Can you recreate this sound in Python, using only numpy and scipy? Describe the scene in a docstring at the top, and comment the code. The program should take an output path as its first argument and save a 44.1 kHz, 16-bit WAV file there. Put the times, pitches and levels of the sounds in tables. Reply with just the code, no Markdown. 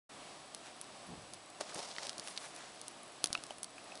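"""A tarantula in a plastic tub, close to the microphone, pounces on an offered insect at 1.6 s.
It wrestles the prey over dry soil: crumbs scrape under its legs, fibres and shell snap in sharp
clicks, and clods and tub answer with small knocks. Before the pounce the feeding hand stirs the air.
All is faint, over room noise and microphone hiss with a thin electronic whine."""
import sys
import numpy as np
from scipy import signal
from scipy.fft import rfft, irfft, next_fast_len
from scipy.io import wavfile
from scipy.ndimage import map_coordinates

SR = 44100
rng = np.random.default_rng(int(sys.argv[2]) if len(sys.argv) > 2 else 0)


def unload_audio(sound):
    """Save the sound as a 16-bit wav file, at the path given as the first command line argument."""
    columns = np.transpose(np.atleast_2d(sound))
    # keep every value between -1 and 1, then stretch to whole-number steps
    steps = np.round(np.clip(columns, -1, 1) * 32767)
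    wavfile.write(sys.argv[1], SR, steps.astype(np.int16))


N = 176400
T = np.arange(N) / SR

# Dry snaps. Each row: start in seconds, strength in dB, then bass, mids and top in dB re the main band.
DRY_SNAPS = [(.548, -14.5, -7, -10, 2.5), (.8139, -23.5, -22, 4, 13.5), (0.843, -28, -13, -1, -1),
             (1.3364, -17, -13, -19, 1.5), (1.3441, -28, -8, -10, 7), (1.5022, -33, -5, -7, 10),
             (1.61, -9, -19, -22.5, -5), (1.7464, -23, -11, -16, 11.5), (1.9137, -13.5, -16, -10, -24),
             (1.9645, -16, -14, 3, -16), (1.984, -12, -3.5, 4.5, -14), (2.0326, -12.5, -16, -12, -9),
             (2.0695, -13, -19, 0, -2.5), (2.0946, -5.5, -17, -8.5, -9), (2.131, -20, -12, -5, -7),
             (2.1817, -12, -19, -25, -4), (2.1972, -9.5, -12, -16, -6), (2.2746, -17, -7, 7, 0),
             (2.2834, -19, -16, 6, 2), (2.3653, -16.5, -10, -13, -13), (2.3762, -7, -21, -3, -11),
             (2.381, -16, -15, -4, -21), (2.5634, -26.5, -5, 3, 9), (2.8152, -19, -17, -14, 4.5),
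             (2.8821, -19, -22, -7, 8), (3.033, -37, -7, -10, 16.5), (3.2422, 3, -6, -9, 0),
             (3.259, -10, -20, -8, 2), (3.259, -16.5, -22, 2, 0), (3.272, -15, -7, -11, 0),
             (3.3297, -2, -12, -15, -3), (3.3342, -22, -19, -18, -1), (3.3484, -19, -4, -10, -3),
             (3.3511, -7, -31, -4, -18), (3.3762, -20.5, -9, 2, -6), (3.438, -16, -5, -9, 1.5),
             (3.4668, -24, -12, -11, 1), (3.5071, -30.5, 11, -5, 8), (3.5839, -31, 7, -3, 12),
             (3.6321, -16, -3, -6, 10.5), (3.6444, -15.5, -16, -8, 3), (3.955, -20.5, -15, -17, -2.5),
             (3.9756, -23, -13, -4, -4)]
# Centres in Hz of a snap's bass, mids, main band and top.
SNAP_CENTRES_HZ = [800, 2200, 4500, 9500]
# Clod and tub knocks. Each row: start in seconds, pitch in Hz, strength in dB, seconds to fall 60 dB.
TUB_KNOCKS = [(1.6092, 640, -25.5, .018), (1.6105, 400, -31.5, 0.029), (1.723, 1430, -34, 0.0085),
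              (1.757, 175, -36.5, 0.045), (1.76, 475, -35, 0.016), (1.776, 300, -49, .03),
              (1.779, 800, -33, 0.016), (1.984, 1940, -23, 0.0088), (2.19, 217, -41, .02),
              (2.2832, 3300, -29.5, 0.0062), (2.3765, 3960, -24, 0.0083), (2.637, 740, -41, 0.029),
              (3.3509, 1320, -17.5, 0.0073), (3.3519, 2630, -15, 0.0087), (3.377, 2800, -33, .008),
              (3.5065, 3070, -30.5, 0.0099), (3.5072, 713, -27.5, 0.012), (3.7812, 1350, -38, 0.0097),
              (3.7814, 2500, -35.5, 0.014), (3.9196, 2590, -35, 0.015), (3.923, 700, -37, 0.016)]
# Dull pops. Each row: start in seconds, peak in dB, decay time in seconds.
DULL_POPS = [(3.3044, -33, .0005), (3.387, -45, .0006)]
# The legs' scraping. Each row: time in seconds, level in dB.
LEG_EFFORT = [(1.6, -68), (1.625, -49), (1.645, -58), (1.68, -56.5), (1.74, -51), (1.785, -47),
              (1.87, -50.5), (1.96, -51.5), (2.03, -52), (2.085, -46), (2.115, -56.5), (2.165, -66),
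              (2.25, -55), (2.35, -59), (2.44, -59), (2.5, -64), (2.6, -68), (2.8, -63), (2.92, -64)]

# Swells of noise. Each row: middle in seconds, half width in seconds, level in dB.
SOIL_SCUFFS = [(.67, 0.022, -54.5), (1.6095, 0.0017, -36.5), (1.6162, .003, -42.5), (1.698, 0.01, -50.5),
               (1.759, 0.0034, -48), (2.03, 0.0068, -49.5), (2.29, 0.081, -56), (2.42, 0.011, -52.5),
               (2.452, .015, -50), (2.62, 0.08, -54), (3.51, 0.0098, -54), (3.783, 0.0027, -54.5)]  # brief scuffs on loose soil
HAND_SWISHES = [(1.095, 0.01, -53.5), (1.125, 0.026, -51)]  # air stirred by the hand
WAKE_EDDIES = [(1.107, 0.016, -53.5), (1.178, 0.017, -53), (1.24, .035, -61), (1.35, 0.038, -65.5)]  # its low wake
BODY_THUDS = [(1.612, 0.0063, -44.5), (1.762, 0.0045, -44), (1.785, 0.012, -46.5)]  # bodies landing
GRIT_SLIDES = [(2.285, 0.033, -54), (2.44, 0.041, -58)]  # fine grit sliding

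# Each source's spectrum at the microphone. Each row: frequency in Hz, relative level in dB.
ROOM_SPECTRUM = [(20, -24), (50, -15.5), (85, -13.5), (125, -6), (200, -4.5), (260, -2), (305, -0.5),
                 (380, -3), (510, -4), (600, 1.5), (655, 0), (725, 3), (850, -4), (1020, -3), (1180, -2.5),
                 (1400, -7.5), (2100, -9), (2700, -9), (3300, -9), (4900, -10.5), (6000, -13.5),
                 (7200, -16), (8300, -15), (9500, -14.5), (10900, -19)]
TICK_SPECTRUM = [(100, -25), (2000, -16), (4500, -2), (7500, -14), (10000, 9), (11000, 3)]
SNAP_SPECTRUM = [(20, -4), (150, -1), (400, -1.5), (1300, 1.5), (2300, -4.5), (2900, 0), (3500, 2),
                 (4600, 0.5), (6500, -1.5), (7700, -9.5), (8700, 0), (10500, -1.5)]
SCUFF_SPECTRUM = [(40, -23), (300, -5.5), (700, 4.5), (1500, 5.5), (2500, 1.5), (5000, -1.5), (7200, -2),
                  (9500, -8.5), (11000, -19)]
SWISH_SPECTRUM = [(30, -22), (100, -8), (170, 8), (300, 0), (600, -2.5), (1000, -4), (1600, -31),
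                  (5000, -46)]
EDDY_SPECTRUM = [(25, -25), (60, -2), (100, -0.5), (170, 5.5), (300, -6.5), (1000, -25), (4000, -48)]
SCRAPE_SPECTRUM = [(40, -41), (150, -25), (470, -2.5), (600, 6.5), (780, 4.5), (1100, 0), (1600, -7),
                   (2400, -7), (3400, -3.5), (5200, 0), (7200, -7), (8500, -7.5), (10800, -13.5)]
THUD_SPECTRUM = [(30, -30), (90, -36), (150, -5), (350, 3), (700, 1.5), (1200, -41), (3000, -14)]
GRIT_SPECTRUM = [(100, -30), (5000, -12), (8000, -5), (9500, 3), (11000, -2)]

TUB_DB, TUB_T60_S = -13.5, 0.032  # reflections between the tub's walls
GRAINS_PER_S, BAND_LIMIT_HZ = 5000, 11080


def amp(db):
    """Decibels to gain."""
    return 10 ** (np.asarray(db) / 20)


def along(points, hz):
    """Interpolate (Hz, value) points on a log frequency axis."""
    point_hz, values = np.transpose(points)
    return np.interp(np.log(hz + 1), np.log(point_hz + 1), values)


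def filtered(x, response):
    """Filter x by a gain given as a function of Hz."""
    size = next_fast_len(N + SR // 2)
    return irfft(rfft(x, size) * response(np.fft.rfftfreq(size, 1 / SR)), size)[:N]


def coloured(x, spectrum):
    """x given a spectrum, at rms 1 below the band limit."""
    shaped = filtered(x, lambda hz: amp(along(spectrum, hz)))
    return shaped / np.std(filtered(shaped, lambda hz: hz < BAND_LIMIT_HZ))


def wobble(knots_per_s):
    """A smooth random curve."""
    return map_coordinates(rng.standard_normal(2048), [T * knots_per_s], mode="wrap")


def swells(rows):
    """Bell-shaped envelopes, summed in power."""
    bells = (amp(db) * np.exp(-.5 * ((T - middle) / width) ** 2) for middle, width, db in rows)
    return np.sqrt(sum(bell ** 2 for bell in bells))


def add(out, start_s, x):
    """Mix x into out from start_s on."""
    part = out[round(start_s * SR):][:len(x)]
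    part += x[:len(part)]


def causal(gain):
    """The tightest causal impulse with this gain spectrum."""
    cepstrum = irfft(np.log(gain))
    half = len(cepstrum) // 2
    cepstrum[1:half] *= 2
    cepstrum[half + 1:] = 0
    return irfft(np.exp(rfft(cepstrum)))


def tail(db, t60):
    """A direct impulse followed by a dying random tail."""
    t = T[:SR // 10]
    rise = 1 - np.exp(-(t / .0005) ** 2)
    scatter = rng.standard_normal(len(t)) * amp(-60 * t / t60) * rise
    return (t == 0) + amp(db) * scatter / np.linalg.norm(scatter)


def crumbs(per_s, spectrum, spread_db=5):
    """Tiny random contacts of uneven size, given a spectrum."""
    contacts = (rng.random(N) < per_s / SR) * np.sign(rng.standard_normal(N))
    return coloured(contacts * amp(spread_db * rng.standard_normal(N)), spectrum)


def settling_ticks(level_db=-73):
    """Fibres in the soil tick faintly as they settle."""
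    return amp(level_db) * crumbs(per_s=41, spectrum=TICK_SPECTRUM)


def room_tone(level_db=-54.5, drift_db=1):
    """Room noise and microphone hiss, drifting slightly in level."""
    return amp(level_db + drift_db * wobble(6.07)) * coloured(rng.standard_normal(N), ROOM_SPECTRUM)


def whine(hz=7867, rms_db=-70.5, restarts_per_s=29.97):
    """The electronics give off a thin tone whose phase keeps restarting."""
    return amp(rms_db) * np.sqrt(2) * np.sin(2 * np.pi * hz * (T % (1 / restarts_per_s)))


def snaps(smear_s=.00014, lead_s=0.00067):
    """Fibre or shell breaks in one smeared pulse, followed by splinters and the tub's reflections."""
    out, hz = np.zeros(N), np.fft.rfftfreq(1024, 1 / SR)
    for start, db, bass, mids, top in DRY_SNAPS:
        bands = list(zip(SNAP_CENTRES_HZ, (bass, mids, 0, top)))
        pulse = causal(amp(db + along(bands, hz) + along(SNAP_SPECTRUM, hz)))
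        # Each frequency arrives a little early or late; the lead leaves room before the peak.
        delay = lead_s + smear_s * np.interp(hz, np.linspace(0, SR / 2, 12), rng.standard_normal(12))
        phase = 2 * np.pi * hz[1] * (np.cumsum(delay) - delay[0])
        smeared = irfft(rfft(pulse) * np.exp(-1j * phase))
        splintered = signal.fftconvolve(smeared, tail(db=-7.5, t60=0.0069))
        add(out, start - lead_s, signal.fftconvolve(splintered, tail(TUB_DB, TUB_T60_S)))
    return out


def soil_strokes():
    """Scuffs, sliding grit and landing bodies each stir a brief swell of grains."""
    strokes = [(SOIL_SCUFFS, SCUFF_SPECTRUM), (GRIT_SLIDES, GRIT_SPECTRUM), (BODY_THUDS, THUD_SPECTRUM)]
    return sum(swells(rows) * crumbs(GRAINS_PER_S, spectrum) for rows, spectrum in strokes)


def hand_air():
    """The feeding hand pulls back and pushes a little air at the microphone."""
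    swish = swells(HAND_SWISHES) * coloured(rng.standard_normal(N), SWISH_SPECTRUM)
    wake = swells(WAKE_EDDIES) * coloured(rng.standard_normal(N), EDDY_SPECTRUM)
    return swish + wake


def leg_scrape(flutter_db=2.5, coarse_db=-16.5):
    """Struggling legs drag fine and coarse crumbs together."""
    times, db = np.transpose(LEG_EFFORT)
    effort = amp(np.interp(T, times, db, left=-120, right=-120) + flutter_db * wobble(70))
    fine = crumbs(GRAINS_PER_S, SCRAPE_SPECTRUM)
    coarse = amp(coarse_db) * crumbs(per_s=290, spectrum=SNAP_SPECTRUM)
    return effort * (fine + coarse)


def knocks(rise_s=0.00074, low_cut_hz=230):
    """Soft contacts on clods and tub each ring one short mode, reflected by the walls."""
    out, t = np.zeros(N), T[:SR // 10]
    for start, hz, db, t60 in TUB_KNOCKS:
        ring = np.sin(2 * np.pi * hz * t) * amp(-60 * t / t60) * (1 - np.exp(-t / rise_s))
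        add(out, start, amp(db) * signal.fftconvolve(ring, tail(TUB_DB, TUB_T60_S)))
    return filtered(out, lambda hz: 1j * hz / (low_cut_hz + 1j * hz))


def pops():
    """Each dull pop is a single push that dies without ringing."""
    out, t = np.zeros(N), T[:SR // 10]
    for start, db, decay in DULL_POPS:
        add(out, start, -amp(db) * np.exp(-t / decay))
    return out


def scene():
    """Everything at one microphone close to the tub."""
    background = settling_ticks() + room_tone() + whine()
    soil = leg_scrape() + soil_strokes()
    return (background + soil + hand_air() + snaps() + knocks() + pops())[None]


def record(dry, open_s=0.091, fade_s=0.0052):
    """The microphone opens after a moment; the treble falls steeply at the band limit."""
    opened = np.clip((T - open_s) / fade_s, 0, 1)
    low_pass = [(BAND_LIMIT_HZ - 80, 0), (BAND_LIMIT_HZ + 150, -34), (13500, -37), (16000, -65)]
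    return filtered(dry[0] * opened, lambda hz: amp(along(low_pass, hz)))[None]


dry = scene()
out = record(dry)
unload_audio(out)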